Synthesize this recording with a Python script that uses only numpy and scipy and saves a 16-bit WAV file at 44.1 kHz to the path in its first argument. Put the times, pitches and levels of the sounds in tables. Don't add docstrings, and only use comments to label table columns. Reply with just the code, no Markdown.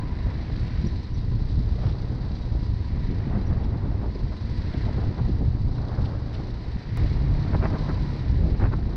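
import sys
import numpy as np
from scipy import signal
from scipy.fft import rfft, irfft
from scipy.io import wavfile

SR = 44100
rng = np.random.default_rng(int(sys.argv[2]) if len(sys.argv) > 2 else 0)


def dump_mix(stems):
    frames = np.atleast_2d(stems).T
    limited = np.clip(frames, -1, 1)
    pcm = np.round(limited * 32767).astype(np.int16)
    wavfile.write(sys.argv[1], SR, pcm)


N = 395136
TIME = np.arange(N) / SR

# time_s, firing_hz, exhaust_db
ENGINE = [(0, 26.3, -41), (.7, 27.7, -34.5), (1.1, 27.3, -31), (1.45, 29.6, -27), (1.95, 30.8, -31.5),
          (2.45, 29, -33.5), (2.9, 26.8, -36.5), (3.4, 26, -29), (4.3, 22.5, -43.5), (5.2, 28.8, -35),
          (5.55, 30.6, -26), (6.25, 28.7, -37), (6.95, 28.2, -36), (7.14, 32.3, -28.5), (7.3, 34.2, -27),
          (7.55, 36, -32), (7.96, 38, -30), (8.25, 33, -34.5), (8.96, 29, -36)]
# time_s, intake_db, valve_gear_db
ENGINE_LOAD = [(0.0, -55, -60), (0.78, -52, -54), (.95, -56, -55.5), (1.15, -59.5, -57.5), (2.02, -60, -57),
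               (2.72, -59.5, -58), (3.07, -54, -57.5), (3.77, -60.5, -61.5), (4.4, -57.5, -57),
               (4.77, -51, -53.5), (5.14, -56, -58), (5.56, -60.5, -59.5), (5.99, -70, -57),
               (6.24, -60.5, -58), (6.94, -53.5, -57), (6.98, -49, -53), (7.25, -54, -55.5),
               (7.99, -53.5, -53.5), (8.38, -54.5, -57), (8.96, -60.5, -59.5)]
# time_s, level_db
RUSH = [(0.0, -50), (1.32, -53.5), (2.24, -48), (2.82, -54.5), (3.54, -45), (3.89, -46), (4.32, -54.5),
        (4.67, -51), (4.91, -45.5), (5.59, -52), (5.99, -46.5), (6.79, -51), (7.04, -49.5), (7.14, -47),
        (7.81, -42.5), (8.06, -45), (8.66, -51.5), (8.96, -47.5)]
# frequency_hz, level_db
GUST_TONE = [(60, -28), (150, 10.5), (300, 4.5), (600, -3), (1200, -6.5), (2000, -12), (12000, -40)]


def amp(db):
    return 10 ** (np.asarray(db) / 20)


def unit(x):
    return x / np.sqrt(np.mean(x ** 2) + 1e-20)


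def curve(rows, column=1):
    rows = np.array(rows)
    return np.interp(TIME, rows[:, 0], rows[:, column])


def rise(rows):
    return curve(rows) - curve(rows).mean()


def wander(rate_hz):
    hz = np.fft.rfftfreq(N, 1 / SR)
    return unit(irfft(rfft(rng.standard_normal(N)) * np.exp(-(hz / rate_hz) ** 2), N))


def colour(x, tone, edge_hz=np.inf):
    f = np.fft.rfftfreq(len(x), 1 / SR) + 1
    hz, db = np.transpose(tone)
    gain = amp(np.interp(np.log(f), np.log(hz), db)) / np.hypot(1, (f / edge_hz) ** 4)
    return unit(irfft(rfft(x) * gain, len(x)))


def resonate(x, hz, width_hz):
    f = np.fft.rfftfreq(len(x), 1 / SR)
    return unit(irfft(rfft(x) / (1 + 1j * (f - hz) / width_hz) ** 2, len(x)))


def steady(x, samples):
    return unit(x / np.sqrt(signal.oaconvolve(x ** 2, np.hanning(samples), "same") + 1e-9))


def add_swell(mix, middle_s, sound, half_length_s):
    t = (np.arange(len(sound)) - len(sound) // 2) / SR
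    start = max(round((middle_s + t[0]) * SR), 0)
    part = mix[start:start + len(sound)]
    part += (sound * np.exp(-2 * (t / half_length_s) ** 2))[:len(part)]


def exhaust(cycle, trim_db=-1, breathe_db=2.4, uneven=0.36):
    # firing_harmonic, level_db
    pipe = [(1, -6.5), (2, -11), (3, -8.5), (4, -1.5), (5, -16), (6, -19), (7, -23), (9, -22)]
    strength = unit(1 + uneven * wander(30))
    timing = cycle + 0.016 * wander(14)
    note = sum(amp(db + breathe_db * wander(13)) * np.sin(2 * np.pi * k * timing) for k, db in pipe)
    return np.sqrt(2) * note * strength * amp(curve(ENGINE, column=2) + trim_db)


def intake(cycle, trim_db=2, throb=0.18):
    # frequency_hz, level_db
    rasp_tone = [(200, -11.5), (600, -1), (1200, -2.5), (1950, 4.5), (2600, -4.5), (3400, -10), (3900, -17),
                 (5500, -18), (7000, -47), (14000, -69)]
    airflow = rng.standard_normal(N) * (1 + throb * np.cos(2 * np.pi * 2 * cycle))
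    return amp(curve(ENGINE_LOAD) + trim_db) * colour(airflow, rasp_tone)


def crankcase(cycle, throb=0.4):
    # time_s, level_db, pitch_hz
    singing = [(0, -50, 975), (.2, -53, 970), (.35, -61, 975), (1.3, -58.5, 985), (1.6, -66.5, 980),
               (2.8, -56, 965), (3.3, -61, 950), (4.7, -56, 980), (5.6, -62, 960), (7.2, -61.5, 965),
               (7.8, -47, 1000), (8.05, -51, 965), (8.3, -60, 965)]
    # pitch_ratio, width_hz, level_db
    partials = [(1, 30, 6), (1.055, 28.5, 4), (2, 45.1, -7)]
    phase = 2 * np.pi * np.cumsum(curve(singing, column=2)) / SR
    whine = sum(amp(db) * (wander(width_hz) * np.cos(k * phase) + wander(width_hz) * np.sin(k * phase))
                for k, width_hz, db in partials)
    return amp(curve(singing)) * unit(whine * (1 + throb * np.cos(2 * np.pi * 2 * cycle)))


def valve_gear(cycle, trim_db=0.3, fins_db=-6, accent=0.89, fade_cycles=0.3, uneven=0.31, flicker_db=1.1):
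    # frequency_hz, level_db
    valve_tone = [(1500, -15.5), (3300, -6.5), (3900, -0.5), (4700, -0.5), (5900, -12), (7000, -28.5),
                  (8000, -26.5), (9500, -41), (15000, -70)]
    # pitch_hz, width_hz, level_db
    fin_modes = [(3504, 25, -6), (3862, 54, 4.5), (4060, 26, 3.5), (4265, 20, 2), (4640, 37, -0.5)]
    clatter = np.exp(-(cycle % 1) / fade_cycles) * (1 + uneven * wander(25))
    hiss, taps = rng.standard_normal((2, N)) * (1 + accent * clatter) * amp(flicker_db * wander(25))
    fins = unit(sum(amp(db) * resonate(taps, hz, width_hz) for hz, width_hz, db in fin_modes))
    return amp(curve(ENGINE_LOAD, column=2) + trim_db) * (colour(hiss, valve_tone) + amp(fins_db) * fins)


def tyres(trim_db=0.7, clump_db=1, grit_db=2):
    # frequency_hz, level_db
    gravel_tone = [(200, -1.5), (450, 4), (750, 1.5), (1050, -3), (1500, -9), (1900, -11.5), (2600, -23.5),
                   (5000, -31), (9000, -64.5)]
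    # middle_s, level_db, half_length_s
    patches = [(.3, -52, 0.048), (0.424, -54, 0.037), (1.85, -49, 0.081), (3.346, -40.5, 0.058),
               (3.532, -44, .04), (4.324, -48, .025), (5.974, -46.5, 0.29), (6.394, -50, .06)]
    gravel = rng.standard_normal(N) * amp(clump_db * wander(8) + grit_db * wander(190))
    swishes = sum(amp(db) * np.exp(-2 * ((TIME - middle_s) / half_length_s) ** 2)
                  for middle_s, db, half_length_s in patches)
    return (amp(curve(RUSH) + trim_db) + swishes) * colour(gravel, gravel_tone)


def surges(half_length_s=0.027, gusty_db=2.5):
    # middle_s, rise_db
    eddies = [(.26, 9), (1.22, 5), (1.43, 7.5), (1.59, 8.5), (1.73, 7), (1.86, 6.5), (2.561, 5), (3.52, 9),
              (3.98, 7.5), (4.25, 5.5), (4.86, 5), (4.971, 7), (5.07, 7), (5.47, 3), (5.66, 7.5),
              (6.04, 10), (7.031, 10), (7.95, 5.5), (8.31, 5.5), (8.439, 4.5), (8.64, 9.5), (1.08, -8),
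              (4.1, -0.5), (4.38, -7), (5.16, -6), (5.89, -11), (6.82, -14), (7.8, -6.5), (8.57, -4.5)]
    swings_db = sum(db * np.exp(-((TIME - middle_s) / half_length_s) ** 2) for middle_s, db in eddies)
    return swings_db + gusty_db * wander(16)


def wind(trim_db=1, flutter_db=-36, tear_power=0.29, lumpy_db=2):
    # time_s, level_db
    strength = [(0.0, -30), (0.29, -30), (0.75, -28), (1.67, -27.5), (2.31, -31), (3.53, -26),
                (4.61, -29.5), (4.91, -27), (5.13, -26.5), (5.59, -24.5), (5.76, -28.5), (6.63, -33.5),
                (6.92, -34), (7.0, -27), (7.19, -25), (8.228, -28), (8.494, -22.5), (8.96, -30)]
    # frequency_hz, level_db
    rumble_tone = [(10, -10.5), (25, 0), (55, 5.5), (95, 2), (125, -1.5), (160, -10), (300, -35.5),
                   (1000, -96.5)]
    # frequency_hz, level_db
    flutter_tone = [(80, -8), (150, 1), (205, -1), (300, -6), (420, -13.5), (600, -25.5), (1200, -33),
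                    (3000, -82.5)]
    surge_db = surges()
    buffet = colour(rng.standard_normal(N), rumble_tone) * amp(lumpy_db * wander(25))
    rumble = steady(buffet, samples=4500)
    tearing = rng.standard_normal(N) * (abs(rumble) + 1e-6) ** tear_power
    flutter = steady(colour(tearing, flutter_tone), samples=16000)
    stir_db = 0.54 * rise(strength) + 0.36 * surge_db + 0.33 * rise(RUSH)
    return amp(curve(strength) + surge_db + trim_db) * rumble + amp(stir_db + flutter_db) * flutter


def spatter(trim_db=1, spread_db=6, pops_per_s=60, fade_s=0.0076, edge_hz=950):
    hits = rng.random(N) < pops_per_s / SR
    weights = amp(spread_db * np.minimum(rng.standard_normal(N), 1))
    lumps = signal.lfilter([1], [1, -np.exp(-1 / (fade_s * SR))], hits * weights)
    return amp(curve(RUSH) + trim_db) * colour(lumps * rng.standard_normal(N), GUST_TONE, edge_hz)


def gusts(crackle_db=3):
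    # middle_s, level_db, half_length_s, treble_edge_hz
    knocks = [(.256, -33.5, .0066, 900), (0.844, -26.5, 0.046, 300), (2.121, -35.5, 0.027, 453),
              (2.322, -31, .014, 290), (2.554, -31.5, 0.0083, 710), (3.11, -28, 0.049, 278),
              (3.277, -24.5, 0.0091, 280), (3.367, -23.5, 0.048, 171), (4.049, -34, 0.042, 910),
              (4.158, -28, 0.0083, 500), (4.748, -28.5, 0.012, 650), (4.879, -32, .04, 796),
              (4.988, -26, 0.015, 850), (5.043, -28.5, 0.0071, 850), (5.114, -29.5, 0.014, 550),
              (5.192, -32.5, 0.022, 1500), (5.215, -25.5, 0.019, 230), (5.294, -25, 0.026, 250),
              (5.419, -27, 0.027, 560), (6.42, -37, .09, 424), (6.978, -33, 0.0089, 2300),
              (7.032, -33, 0.053, 900), (7.545, -26.5, 0.022, 2030), (7.635, -26, 0.019, 2200),
              (7.658, -24.5, 0.017, 2370), (7.745, -26.5, 0.023, 1500), (7.899, -27.5, 0.021, 1700),
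              (8.464, -31.5, .1, 700), (8.636, -28, 0.049, 2200), (8.735, -29, 0.021, 1890)]
    thuds = np.zeros(N)
    ragged = steady(amp(crackle_db * wander(220)), samples=1500)
    for middle_s, db, half_length_s, edge_hz in knocks:
        blast = steady(colour(rng.standard_normal(SR), GUST_TONE, edge_hz), samples=1500)
        add_swell(thuds, middle_s, amp(db) * blast, half_length_s)
    return thuds * ragged


def rattles(chatter_db=3):
    # middle_s, level_db, half_length_s
    bumps = [(0.565, -51, 0.0059), (.681, -48, 0.0046), (1.886, -54.5, 0.11), (3.644, -52, 0.013),
             (4.74, -48, 0.0055), (6.056, -49, 0.02), (6.348, -48, 0.021), (8.153, -49, .003)]
    # frequency_hz, level_db
    rattle_tone = [(600, -11), (1800, 0.5), (3800, 5), (5500, -0.5), (6800, -29.5), (8800, -22.5),
                   (13000, -68)]
    shaken = np.zeros(N)
    for middle_s, db, half_length_s in bumps:
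        jangle = colour(rng.standard_normal(SR // 2), rattle_tone)
        add_swell(shaken, middle_s, amp(db) * jangle, half_length_s)
    return shaken * unit(amp(chatter_db * wander(400)))


def squeaks(width_hz=150):
    # middle_s, level_db, half_length_s, pitch_hz
    rubs = [(0.871, -50, 0.01, 5640), (1.149, -58, 0.018, 5770), (3.473, -58, 0.015, 5650),
            (4.154, -53, 0.0073, 4860)]
    rubbed = np.zeros(N)
    for middle_s, db, half_length_s, pitch_hz in rubs:
        squeal = steady(resonate(rng.standard_normal(SR // 2), pitch_hz, width_hz), samples=1000)
        add_swell(rubbed, middle_s, amp(db) * squeal, half_length_s)
    return rubbed


def click(start_s=6.973, level_db=-20.5, fade_s=0.000028):
    since_s = TIME - start_s
    return amp(level_db) * (since_s >= 0) * np.exp(-abs(since_s) / fade_s)


def scene():
    cycle = np.cumsum(curve(ENGINE)) / SR
    engine = exhaust(cycle) + intake(cycle) + crankcase(cycle) + valve_gear(cycle)
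    road = tyres() + rattles() + squeaks()
    air = wind() + spatter() + gusts()
    return (engine + road + air + click())[None]


def record(dry, ceiling_db=-5, edge_hz=16300):
    rounded = amp(ceiling_db) * np.tanh(dry / amp(ceiling_db))
    lowpass = signal.firwin(511, edge_hz, window=("kaiser", 9), fs=SR)
    return signal.oaconvolve(rounded, lowpass[None], "same")


dry = scene()
out = record(dry)
dump_mix(out)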